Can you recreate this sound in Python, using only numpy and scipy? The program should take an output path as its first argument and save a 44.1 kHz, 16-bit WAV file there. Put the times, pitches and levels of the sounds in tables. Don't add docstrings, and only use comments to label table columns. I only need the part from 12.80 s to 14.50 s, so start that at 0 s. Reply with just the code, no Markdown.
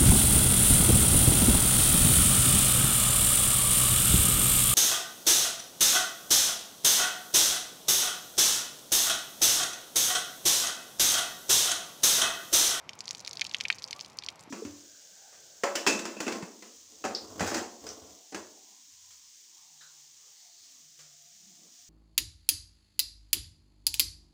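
import sys
import numpy as np
from scipy import signal
from scipy.fft import rfft, irfft
from scipy.io import wavfile
from scipy.ndimage import uniform_filter1d

SR = 44100
rng = np.random.default_rng(int(sys.argv[2]) if len(sys.argv) > 2 else 0)


def store_wav(level_fs):
    pcm = np.round(np.clip(np.atleast_2d(level_fs), -1, 1) * 32767)
    wavfile.write(sys.argv[1], SR, pcm.T.astype(np.int16))


N = 74970

# start_s, pitch_hz, level_db, length_cycles, splash_db (relative to the slap)
DROP_HITS = [(0.0923, 4200, -23.5, 1.15, 2.5), (0.1328, 4120, -35, 1.45, 3), (0.1906, 6800, -26, 2.9, -28),
             (0.206, 5000, -21.5, 2.9, -3.5), (0.2561, 6000, -27, 2.9, -25), (0.2797, 4160, -22.0, 2.9, -8),
             (0.2909, 5260, -24, 3.9, -19), (0.3088, 5860, -12.5, 2.34, -13), (0.3308, 7300, -30, 2.3, -4),
             (0.3489, 4960, -24.5, 1.93, -1), (0.3824, 7000, -30.5, 3.3, -15),
             (0.3947, 5700, -29, 3.5, -11), (0.4036, 5800, -29, 3.3, -3), (0.4488, 4340, -27, 3.4, -4),
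             (0.4624, 4650, -32, 1.5, 1), (0.4732, 6000, -23.5, 2.65, -13), (0.4767, 4730, -19, 2.13, -3.5),
             (0.4935, 7300, -26.5, 3.1, -26), (0.511, 5000, -25, 3, -10), (0.5313, 5540, -29.5, 2.6, 6.5),
             (0.5349, 5030, -36, 2.7, -12), (0.556, 6160, -31, 1.6, -2), (0.5717, 4560, -21.5, 3, -19),
             (0.5953, 4890, -21, 1.1, -2), (0.6118, 5200, -13.5, 2.5, -6.5), (0.616, 2550, -18, 2.7, 2),
             (0.6436, 6100, -31, 1.8, 8), (0.6496, 3640, -27.5, 2.34, 3.5), (0.6662, 4580, -28.0, 3.7, 3.5),
             (0.6947, 4980, -32, 3.7, -1), (0.7124, 3580, -31, 3.6, -1.5), (0.7384, 5400, -26, 3, -19),
             (0.7458, 3096, -11.5, 2.56, -10.5), (0.7675, 5310, -29, 2.2, -7), (0.785, 6690, -29, 3.3, -16),
             (0.8028, 3950, -23, 0.91, -1), (0.8093, 4350, -14, 1.7, -4), (0.838, 5500, -29, 3, -3),
             (0.8515, 2290, -24.5, 4.1, 1.5), (0.8832, 5200, -27, 2.1, 6), (0.9016, 2190, -9, 2.1, -7),
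             (0.9256, 3860, -24.5, 3.2, 0), (0.9466, 5900, -32.5, 3.8, -16), (0.9845, 5000, -30.5, 3.6, -6),
             (1.022, 5270, -27, 2.2, -9), (1.041, 4720, -19.5, 4.1, -14), (1.0767, 5900, -30.5, 3.5, -6),
             (1.0837, 4540, -38, 2.6, 4.5), (1.1093, 5600, -21, 2.12, -1.5), (1.129, 3520, -26, 1.38, 7.5),
             (1.162, 5400, -43, 2, 1), (1.1934, 4040, -29, 2.2, -18), (1.2019, 5300, -31.5, 3.1, 0.5),
             (1.21, 5140, -20.5, 3.02, -8.5), (1.2467, 4450, -35.5, 3.5, 2), (1.2607, 6020, -34, 1.03, 6.5),
             (1.3876, 4970, -17, 3, -12), (1.4222, 3130, -40, 1.2, 9.5), (1.4364, 3970, -34, 2.33, 5.5),
             (1.4634, 5050, -23, 3, -8.5), (1.4863, 3470, -22, 1.94, 4), (1.5026, 7140, -35, 2.2, 1),
             (1.5576, 8000, -37, 2.4, 1), (1.594, 6150, -36, 2.2, 1), (1.6085, 7970, -29, 3.6, -9.5),
             (1.6368, 7260, -36.5, 2.4, 1)]
# time_s, droplets_per_s
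SPRAY_DENSITY = [(0, 6.7), (.2, 30), (.4, 200), (.7, 118), (1.05, 185), (1.3, 170), (1.45, 20), (1.7, 11)]
# frequency_hz, gain_db
DROP_EQ = [(150, -25), (600, -12), (1200, -7.5), (2200, 5.5), (2800, 2), (4500, 2), (6500, 0),
           (8200, -7.5), (9500, -8), (11500, -13), (15500, -9.5)]
# pitch_hz, t60_s, level_db
PLANK_RINGS = [(2270, .022, -50), (2450, .022, -53), (3150, .022, -54), (4400, .02, -51)]
# frequency_hz, gain_db
WIND_EQ = [(25, -50), (42, -29), (65, -6), (110, 2), (180, 1), (270, -3), (550, -3), (820, 0.5),
           (1200, -2.5), (1700, -10.5), (2300, -7.5), (3000, -14), (6000, -19), (8300, -29.5),
           (9400, -39.5), (11500, -29.5), (15500, -53)]
# time_s, pitch_hz
RISING_GLIDE = [(0.94, 481.7), (1.111, 530.6), (1.205, 611)]

TOP_HZ = 16200


def drop(start_s, hz, level_db, cycles, splash_db, noise):
    out = slap(hz, cycles)
    slap_strength = np.sqrt(np.sum(out ** 2))
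    low_body = undb(-12.5) * slap(hz * 0.81, cycles=2.42)
    add(out, 0, low_body)
    knock_db = 14 + 2.02 * level_db
    add(out, 0, undb(knock_db) * slap(hz * 0.707, cycles=1.56))
    splash = speck_burst(noise[0], hz * 1.091, octaves=0.72, decay_s=0.0019)
    add(out, cycles / hz, slap_strength * undb(splash_db) * splash)
    fizz = speck_burst(noise[1], hz=7000, octaves=0.48, decay_s=0.0022)
    fizz_db = -6 - 14.5 * start_s
    add(out, .5 * cycles / hz, slap_strength * undb(fizz_db) * fizz)
    return undb(level_db) * out


def slap(hz, cycles, steepness=4.37, size=1024):
    turns = hz * np.arange(size) / SR
    age = turns / cycles * np.sqrt(3)
    swell = (age * np.exp(1 - age)) ** steepness
    return swell * np.sin(2 * np.pi * turns)


def speck_burst(noise, hz, octaves, decay_s, grain=1.87):
    t = np.arange(len(noise)) / SR
    specks = np.sign(noise) * np.abs(noise) ** grain
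    attack = np.tanh(2 * t * hz) ** 2
    return unit_energy(band(specks, hz, octaves) * attack * np.exp(-t / decay_s))


def boot_stream():
    out = np.zeros(N)
    for start_s, hz, level_db, cycles, splash_db in DROP_HITS:
        noise = rng.standard_normal((2, 1024))
        add(out, start_s, drop(start_s, hz, level_db, max(cycles, 1), splash_db, noise))
    return out


def spray(candidates=600):
    out = np.zeros(N)
    chances = rng.random((candidates, 2))
    spreads = np.clip(rng.standard_normal((candidates, 2)), -2, 2)
    noises = rng.standard_normal((candidates, 2, 512))
    for (position, luck), (louder, higher), noise in zip(chances, spreads, noises):
        start_s = position * N / SR
        droplets_per_s = np.interp(start_s, *np.transpose(SPRAY_DENSITY))
        if luck < droplets_per_s * N / SR / candidates:
            hz = 7100 * 2 ** (0.33 * higher)
            level_db = -47 + 6.5 * louder
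            add(out, start_s, drop(start_s, hz, level_db, cycles=2, splash_db=3, noise=noise))
    return out


def boardwalk(water, predelay_s=0.0025, scatter_decay_s=0.0069, tail_decay_s=0.085, size=8192):
    t = np.arange(size) / SR
    near, far = rng.standard_normal((2, size)) * (t > predelay_s)
    scatter = undb(-15) * unit_energy(near * np.exp(-t / scatter_decay_s))
    tail = undb(-25) * unit_energy(far * np.exp(-t / tail_decay_s))
    response = scatter + tail
    for hz, t60_s, level_db in PLANK_RINGS:
        response += undb(level_db) * np.exp(-np.log(1000) * t / t60_s) * np.cos(2 * np.pi * hz * t)
    return water + signal.fftconvolve(water, response)[:N]


def wind(level_db=-56, gust_depth_db=.3, flicker_depth_db=.8):
    gust_db = gust_depth_db * wander(2.4)
    air = np.zeros(N)
    for octave in range(10):
        rush = band(rng.standard_normal(N), TOP_HZ / 2 ** octave, octaves=0.67)
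        air += rush * undb(gust_db + flicker_depth_db * wander(13.87))
    air = irfft(rfft(air) * eq_gain(WIND_EQ, N), N)
    return undb(level_db) * air / air.std()


def far_whine(level_db=-68.5, centre_hz=879):
    waver = undb(2 * wander(10.6))
    hz = centre_hz * (1 + 0.026 * wander(12))
    return undb(level_db) * waver * np.sin(2 * np.pi * np.cumsum(hz) / SR)


def far_rising_tone(level_db=-63):
    t = np.arange(N) / SR
    time_s, hz = np.transpose(RISING_GLIDE)
    phase = 2 * np.pi * np.cumsum(np.interp(t, time_s, hz)) / SR
    progress = np.clip((t - time_s[0]) / (time_s[-1] - time_s[0]), 0, 1)
    swells = np.abs(np.sin(3 * np.pi * progress))
    upper_octave = undb(3) * 2 * progress ** 2 * np.sin(2 * phase)
    flutter_db = 3 * wander(40.5)
    return undb(level_db + flutter_db) * swells * (np.sin(phase) + upper_octave)


def undb(db):
    return 10 ** (np.asarray(db) / 20)


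def unit_energy(x):
    return x / np.sqrt(np.sum(x ** 2) + 1e-18)


def add(out, start_s, sound):
    start = max(int(start_s * SR), 0)
    length = max(min(len(sound), len(out) - start), 0)
    out[start:start + length] += sound[:length]


def band(x, hz, octaves):
    bins_hz = np.maximum(np.fft.rfftfreq(len(x), 1 / SR), 1)
    bell = np.exp(-.5 * (np.log2(bins_hz / hz) / octaves) ** 2)
    return irfft(rfft(x) * bell, len(x))


def wander(rate_hz):
    hold = int(SR / rate_hz)
    steps = np.repeat(rng.standard_normal(N // hold + 1), hold)
    drift = uniform_filter1d(steps, hold)[:N]
    return drift / drift.std()


def eq_gain(curve, size):
    hz, gain_db = np.transpose(curve)
    bins_hz = np.maximum(np.fft.rfftfreq(size, 1 / SR), 1)
    return undb(np.interp(np.log(bins_hz), np.log(hz), gain_db))


def colour(x, curve, size=2048):
    cepstrum = irfft(np.log(eq_gain(curve, size)))
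    cepstrum[1:size // 2] *= 2
    cepstrum[size // 2 + 1:] = 0
    response = irfft(np.exp(rfft(cepstrum)))
    return signal.fftconvolve(x, response)[:len(x)]


def scene():
    water = colour(boot_stream() + spray(), DROP_EQ)
    out = boardwalk(water) + wind() + far_whine() + far_rising_tone()
    low_bump = undb(-43) * slap(hz=294, cycles=2.14)
    add(out, start_s=1.6735, sound=low_bump)
    return out[None]


def record(dry):
    return signal.sosfilt(signal.ellip(8, .2, 70, TOP_HZ, fs=SR, output="sos"), dry)


dry = scene()
out = record(dry)
store_wav(out)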